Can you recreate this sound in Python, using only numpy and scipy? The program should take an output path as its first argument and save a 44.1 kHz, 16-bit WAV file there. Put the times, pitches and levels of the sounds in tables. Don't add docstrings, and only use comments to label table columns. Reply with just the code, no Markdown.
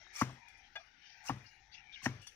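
import sys
import numpy as np
from scipy import signal
from scipy.fft import rfft, irfft
from scipy.io import wavfile
from scipy.ndimage import uniform_filter1d

SR = 44100
rng = np.random.default_rng(int(sys.argv[2]) if len(sys.argv) > 2 else 0)


def linear_from_db(decibels):
    return 10 ** (np.asarray(decibels, float) / 20)


def log_audio(samples):
    frames = np.atleast_2d(samples).T
    limited = np.clip(frames, -1, 1)
    pcm = np.round(limited * 32767).astype(np.int16)
    wavfile.write(sys.argv[1], SR, pcm)


N = 103635
T = np.arange(N) / SR
PAN_DB = 4.5
SIDES = np.array([[.5], [-.5]])


def crunch():
    # start in seconds, break-out in seconds, level at start in dB, level at break-out in dB.
    strokes = [
        (0.144, 0.218, -48.5, -41.5),
        (1.25, 1.294, -50.5, -47.5),
        (2.038, 2.063, -43, -46.5),
    ]
    # frequency in Hz, level in dB.
    horn = [(290, -50), (500, -22), (815, -9), (1670, -7), (2290, -3), (3680, -7.5), (5670, -3.5),
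            (6640, -3), (15500, -11)]
    bite_s, let_go_t60_s = .012, 0.063
    debris_db, debris_t60_s = -11.5, 0.46
    crumbs_per_s, crumb_spread_db = 9000, 1.5

    force = 0
    for start, end, start_db, end_db in strokes:
        share = np.clip((T - start) / (end - start), 0, 1)
        push = linear_from_db(start_db + (end_db - start_db) * share ** 2)
        bite = 1 / (1 + np.exp(np.clip((start - T) / bite_s * 2, -50, 50)))
        release = decay(end, let_go_t60_s) + linear_from_db(debris_db) * decay(end, debris_t60_s)
        force = force + push * bite * release

    happens = rng.random(N) < crumbs_per_s / SR
    sizes = linear_from_db(crumb_spread_db * np.minimum(rng.exponential(1, N), 5)) * happens
    crumbs = rms_one(sizes) * half_shared() * linear_from_db(1 * drift(63))
    hz, db = np.transpose(horn)
    bins_hz = np.arange(N // 2 + 1) * SR / N
    colour = linear_from_db(np.interp(np.log(bins_hz + 1), np.log(hz), db, left=-60))
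    return force * rms_one(irfft(rfft(crumbs) * colour, N))


def break_out():
    # time in seconds, peak in dB, frequency in Hz, t60 in seconds.
    knocks = [(.0675, -44.5, 1560, 0.0062), (.204, -44, 1120, 0.0084), (.2141, -16, 1073, 0.0074),
              (0.2178, -19, 1240, 0.012), (.2197, -23, 1650, 0.0046), (.2222, -18.5, 1060, 0.004),
              (1.2955, -21, 890, 0.0133), (1.2992, -29, 790, 0.013), (1.3001, -53, 1780, 0.0093),
              (1.3030, -32, 1135, 0.031), (1.3092, -36, 780, 0.023), (2.0578, -29, 784, 0.028),
              (2.0618, -18, 1800, 0.014), (2.0635, -22.5, 980, 0.0025), (2.0642, -46, 1900, 0.0061),
              (2.0664, -23, 686, 0.0053), (2.079, -32, 1440, 0.0054), (.284, -47, 810, .015),
              (.296, -44.5, 1090, .012), (.303, -42.5, 720, 0.01)]
    # time in seconds, peak in dB, frequency in Hz.
    squeaks = [(0.16, -41, 5690), (0.172, -47, 1900), (.204, -40, 5000), (0.215, -39.5, 5900),
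               (1.272, -46.5, 5700), (1.28, -40.5, 2630), (1.285, -37.5, 2813), (1.285, -45, 5480),
               (1.291, -45, 2885), (2.029, -47, 2720), (2.0295, -53, 2100), (2.057, -38, 2920),
               (2.063, -39, 2680), (1.943, -41, 3400), (1.948, -50, 3020), (1.958, -43, 2910),
               (1.716, -61, 3500), (1.753, -55, 3240), (.757, -55, 4600), (2.055, -39.5, 5700),
               (2.061, -49, 5900)]
    # time in seconds, level in dB.
    cracks = [
        (0.2185, -34),
        (1.296, -37.5),
        (2.058, -33.5),
    ]

    knocking = -sum(ring(click(s, linear_from_db(db)), hz, t60) for s, db, hz, t60 in knocks)
    knocking = band(knocking, 560, 2600)
    splinters = rms_one(band(rng.standard_normal(N), 640, 2200))
    cracking = sum(linear_from_db(db) * dying(s, 0.077) for s, db in cracks) * splinters
    squeaking = sum(swell(s, db, hz, 0.015) for s, db, hz in squeaks)
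    return knocking + cracking + squeaking


def trestle():
    # time in seconds, cushion level in dB, beam level in dB, frame level in dB.
    thumps = [
        (0.2193, -23.5, -30, -47.5),
        (1.2953, -38.5, -60, -42),
        (1.3, -73, -36, -52),
        (1.302, -30.5, -56, -63),
        (2.029, -61, -50.5, -76),
        (2.0622, -57, -31, -41),
        (2.064, -26, -72, -74),
    ]
    # frequency in Hz, t60 in seconds.
    supports = [(260.2, 0.02), (127.9, 0.28), (103.9, 0.53)]
    shudder_db, shudder_t60_s = -11, 0.33
    settle_db, settle_t60_s = -26, 0.56
    ring_stops_s, stop_edge_s = 0.18, 0.007

    shudder = rms_one(band(rng.standard_normal(N), 45.3, 257))
    settling = rms_one(band(half_shared(), 470, 3240))
    (pad_hz, pad_t60), *wood = supports
    out = 0
    for s, pad_db, *wood_db in thumps:
        out = out + swell(s, pad_db, pad_hz, pad_t60)
        free = 1 / (1 + np.exp(np.clip((T - s - ring_stops_s) / stop_edge_s, -50, 50)))
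        for (hz, t60), db in zip(wood, wood_db):
            blow = ring(click(s + 0.0072, linear_from_db(db)), hz, t60)
            blow = signal.lfilter([.02], [1, -.98], blow)
            out = out + free * linear_from_db(2 * drift(27.0)) * blow
        out = out + linear_from_db(wood_db[0] + shudder_db) * dying(s, shudder_t60_s, 0.0099) * shudder * free
        out = out + linear_from_db(pad_db + settle_db) * dying(s, settle_t60_s) * settling * free
    return out


def taps():
    # time in seconds, level in dB, contact length in seconds, tilt in dB per octave, skid level in dB.
    touches = [
        (0.483, -68, 0.0049, 17, -67.5),
        (0.573, -86.5, 0.0072, 25, -78),
        (0.753, -40.5, 0.02, -8.5, -73),
        (2.216, -75, 0.011, 15.5, -58),
        (2.267, -62.5, 0.013, 23.5, -57),
    ]
    # frequency in Hz, level in dB, t60 in seconds.
    blade = [(664, -17.5, 0.17), (750, -11, 0.033), (1320, -13, 0.02), (1640, 0.5, 0.068),
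             (2060, 0.5, 0.017), (2443, 1, 0.1), (2870, 2, 0.073), (3440, 9.5, 0.069), (4500, -3, 0.059),
             (5900, -8.5, 0.038), (6880, -16, 0.053), (9600, -32.5, 0.11), (10930, -28, 0.036),
             (12700, -46, 0.051)]
    modes_db, grit_db = -4, 21
    skid_t60_s, touch_rise_s = 0.28, 0.0093

    skid = patchy(rms_one(band(half_shared(), 1800, 11000, order=1)))
    out = 0
    for s, db, length, tilt_db, skid_db in touches:
        grit = rng.standard_normal(N) * dying(s, 3 * length, touch_rise_s)
        grit /= np.sqrt(np.sum(grit ** 2))
        modes = 0
        for hz, mode_db, t60 in blade:
            mode = ring(grit, hz, t60)
            tilted_db = mode_db + tilt_db * np.log2(hz / 2500)
            modes = modes + linear_from_db(tilted_db + modes_db) * mode / np.abs(mode).max()
        centre_hz = 3000 * linear_from_db(tilt_db)
        rasp = linear_from_db(grit_db + max(tilt_db, 0)) * band(grit, centre_hz / 3, centre_hz * 2, order=1)
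        out = out + linear_from_db(db) * band(modes + rasp, 837, 14800, order=3)
        bright_skid = rms_one(skid + 0.33 * tilt_db * np.gradient(skid, axis=1))
        out = out + linear_from_db(skid_db) * dying(s, skid_t60_s) * bright_skid
    return out


def rustles():
    # start in seconds, length in seconds, level in dB, centre at start in Hz, centre at end in Hz.
    drags = [(0.629, 0.09, -65, 3200, 2870), (0.773, 0.076, -67, 796, 658), (1.007, 0.22, -65, 3010, 2940),
             (1.041, 0.22, -73.5, 5270, 5250), (1.456, 0.062, -65.5, 4730, 5040),
             (1.713, 0.063, -60.5, 4030, 5410), (1.73, 0.095, -61, 2600, 2710),
             (1.748, 0.019, -64, 3373, 3110), (1.922, 0.045, -57, 3500, 2905),
             (1.955, 0.064, -61.5, 2900, 2610), (0.786, .1, -69.5, 1276, 1225),
             (1.943, 0.027, -67.5, 3470, 2023), (2.191, 0.17, -66, 2905, 2940)]
    q, rise, air_db = 5.6, 0.15, -7

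    air = rms_one(band(half_shared(), 2300, 7000, order=6))
    out = 0
    for s, length, db, start_hz, end_hz in drags:
        share = np.clip((T - s) / length, 0, 4)
        shape = np.minimum(share / rise, 1) * np.exp(-2.5 * np.maximum(share - rise, 0) ** 2)
        centre_hz = start_hz * (end_hz / start_hz) ** np.minimum(share, 1)
        phase = 2 * np.pi * np.cumsum(centre_hz) / SR
        low_pass = signal.butter(2, start_hz / q / 2, fs=SR)
        in_phase = rms_one(signal.lfilter(*low_pass, half_shared()))
        quadrature = rms_one(signal.lfilter(*low_pass, half_shared()))
        gliding = in_phase * np.cos(phase) + quadrature * np.sin(phase)
        out = out + linear_from_db(db + 2 * drift(58)) * shape * (gliding + linear_from_db(air_db) * air)
    return out


def sings():
    # start in seconds, length in seconds, level in dB, frequency in Hz, left over right in dB.
    lines = [(0.043, 0.1, -81.5, 358, 15.5), (0.133, .03, -67.5, 2390, -4),
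             (0.151, 0.013, -55.5, 2310, -13), (0.198, 0.0088, -53.5, 2300, -17),
             (0.385, 0.0935, -75.5, 947, 27.5), (0.773, .1, -97, 9200, 6), (0.773, .12, -98.5, 10630, 4),
             (0, 0.093, -97, 8080, 6), (0.254, 0.091, -81, 8300, 0), (0, 0.029, -72, 638, 5),
             (1.022, .2, -77.5, 5365, 13), (1.426, 0.15, -93.5, 10620, -17),
             (1.445, 0.16, -70.5, 2826, 12.5), (1.745, 0.028, -76, 5160, 19), (1.929, 0.027, -58, 3714, 12),
             (1.965, 0.047, -63.5, 2134, 20), (1.961, 0.021, -59.5, 2380, 13),
             (2.019, 0.021, -69, 1070, 17)]
    edge_s, width_hz = 0.0035, 60
    out = 0
    for s, length, db, hz, pan_db in lines:
        on = np.clip(np.minimum(T - s, s + length - T) / edge_s + 1, 0, 1)
        line = rms_one(band(rng.standard_normal(N), hz - width_hz / 2, hz + width_hz / 2, order=2))
        out = out + linear_from_db(db + pan_db * SIDES) * on * line
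    return out


def port_hiss():
    # time in seconds, level in dB.
    lower_level = [(0, -66.5), (.27, -64.5), (.45, -67), (.95, -69), (1.1, -64), (1.25, -66.5),
                   (1.4, -72.5), (1.55, -70.5), (1.68, -70.5), (1.8, -69), (1.95, -66.5), (2.12, -64.5),
                   (2.35, -71)]
    upper_level = [(0.0, -70.5), (0.16, -69.5), (0.45, -74.5), (0.7, -81), (0.85, -74), (1.08, -89),
                   (1.21, -71), (1.39, -74.5), (1.54, -72), (1.8, -86), (2.03, -69.5), (2.17, -78),
                   (2.35, -76)]
    # centre in Hz, width in Hz, level in dB.
    lower_humps = [(1830, 530, -0.5), (1898, 540, 1.5), (2390, 110, -6)]
    upper_humps = [(3200, 400, -34.5), (3785, 91, -1.5), (4600, 200, -4.5), (5700, 380, 5.5),
                   (6840, 930, 17.5)]
    lower = 2 * linear_from_db(curve(lower_level)) * humped(lower_humps)
    upper = 2 * linear_from_db(curve(upper_level)) * humped(upper_humps)
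    return walled(lower + upper)


def background():
    # time in seconds, level in dB.
    drone_level = [(0, -74.5), (.15, -73.5), (.4, -74), (.65, -72.5), (.72, -79), (1.05, -82.5),
                   (1.25, -65.5), (1.45, -78.5), (1.85, -73), (1.95, -81.5), (2.35, -81)]
    whine_level = [(0, -99), (.3, -106), (.85, -91), (.96, -100), (1.2, -88), (1.58, -91), (1.68, -110),
                   (2.18, -110), (2.22, -112), (2.35, -103)]
    drone_hz, drone_width_hz, whine_hz = 813, 179, 15480

    hiss = port_hiss()
    drone = band(rng.standard_normal(N), drone_hz - drone_width_hz / 2, drone_hz + drone_width_hz / 2, order=3)
    drone = 2 * linear_from_db(curve(drone_level) + 0.5 * drift(39)) * rms_one(drone)
    rumble = rms_one(band(ring(rng.standard_normal(N), 48, 0.016), 22, 300))
    rumble = linear_from_db(-74 + 3.1 * drift(1.3)) * rumble
    air = linear_from_db(-82.5) * rms_one(band(half_shared(), 100, 408, order=1))
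    air = air + linear_from_db(-105) * rng.standard_normal((2, N))
    whine = linear_from_db(curve(whine_level)) * rms_one(band(half_shared(), whine_hz - 40, whine_hz + 40))
    noises = patchy(hiss * linear_from_db(np.array([[0], [-28]])) + air + whine)
    return noises + drone * linear_from_db(np.array([[0], [-20]])) + rumble * linear_from_db(PAN_DB * SIDES)


def rms_one(x):
    return x / np.sqrt(np.mean(x ** 2) + 1e-20)


def curve(rows):
    return np.interp(T, *np.transpose(rows))


def drift(rate):
    r = np.exp(-2 * np.pi * rate / SR)
    return rms_one(signal.lfilter([1], [1, -2 * r, r * r], rng.standard_normal(N + SR))[SR:])


def band(x, low_hz, high_hz, order=2):
    sos = signal.butter(order, [low_hz, min(high_hz, SR / 2.2)], "band", fs=SR, output="sos")
    return signal.sosfilt(sos, x + 1e-18)


def ring(x, hz, t60):
    r, w = linear_from_db(-60 / (t60 * SR)), 2 * np.pi * hz / SR
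    return signal.lfilter([0, np.sin(w)], [1, -2 * r * np.cos(w), r * r], x + 1e-18)


def decay(s, t60):
    return np.exp(-np.maximum(T - s, 0) * np.log(1000) / t60)


def dying(s, t60, rise_s=0.0005):
    return (1 - np.exp(-np.maximum(T - s, 0) / rise_s)) * decay(s, t60)


def click(s, height):
    return height * (np.arange(N) == int(s * SR))


def swell(s, db, hz, t60):
    x = np.zeros(N)
    start = int(s * SR)
    grain = ring(ring(signal.unit_impulse(SR // 10), hz, t60), hz, t60)
    x[start:start + SR // 10] = linear_from_db(db) * grain / np.abs(grain).max()
    return x


def half_shared():
    white, diffuse = rng.standard_normal((3, N)), 0.62
    return np.sqrt(1 - diffuse) * white[0] + np.sqrt(diffuse) * white[1:]


def patchy(x):
    z = signal.stft(x, nperseg=512)[2]
    field = uniform_filter1d(rng.standard_normal(z.shape), size=2, axis=-2)
    field = uniform_filter1d(field, size=22, axis=-1)
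    return signal.istft(z * linear_from_db(4.5 * rms_one(field)), nperseg=512)[1][..., :N]


def humped(humps):
    out = 0
    for hz, width, db in humps:
        flicker_db = 1.2 * (drift(5) + 1.1 * drift(33))
        hump = rms_one(band(rng.standard_normal(N), hz - width / 2, hz + width / 2, order=1))
        out = out + linear_from_db(db + flicker_db) * hump
    return rms_one(band(out, 1354, 6040, order=5))


def walled(x):
    return signal.sosfilt(signal.cheby2(8, 40, 6900 * 1.08, fs=SR, output="sos"), x)


def port(x, peaks, lag_s):
    for hz, q, db in peaks:
        g, w = linear_from_db(db / 2), 2 * np.pi * hz / SR
        a = np.sin(w) / (2 * q)
        x = signal.lfilter([1 + a * g, -2 * np.cos(w), 1 - a * g], [1 + a / g, -2 * np.cos(w), 1 - a / g], x)
    return np.interp(T - lag_s, T, x)


def scene():
    # frequency in Hz, Q as a ratio, gain in dB.
    left_port = [(1090, 2.08, 4), (1900, 5.8, 1.5), (5850, 3.05, 11), (12540, 0.48, -17)]
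    right_port = [(2530, 15, -2), (4220, 4.3, 0), (8260, 0.24, -7.5)]
    near = patchy(crunch()) * linear_from_db(-2 * SIDES) + break_out() + trestle() + taps()
    left, right = near + patchy(walled(rustles())) * linear_from_db(5 * SIDES)
    left = linear_from_db(PAN_DB / 2) * port(left, left_port, 0)
    right = linear_from_db(-PAN_DB / 2) * port(right, right_port, 0.00011)
    low_cut = signal.butter(2, 71, "high", fs=SR)
    return signal.lfilter(*low_cut, np.array([left, right])) + background() + sings()


def roll_off(x):
    return signal.sosfilt(signal.butter(12, 15680, fs=SR, output="sos"), x)


def record(dry):
    low_pass = signal.ellip(10, .5, 70, 15650, fs=SR, output="sos")
    mix = signal.sosfilt(low_pass, dry)
    return roll_off(mix)


dry = scene()
out = record(dry)
log_audio(out)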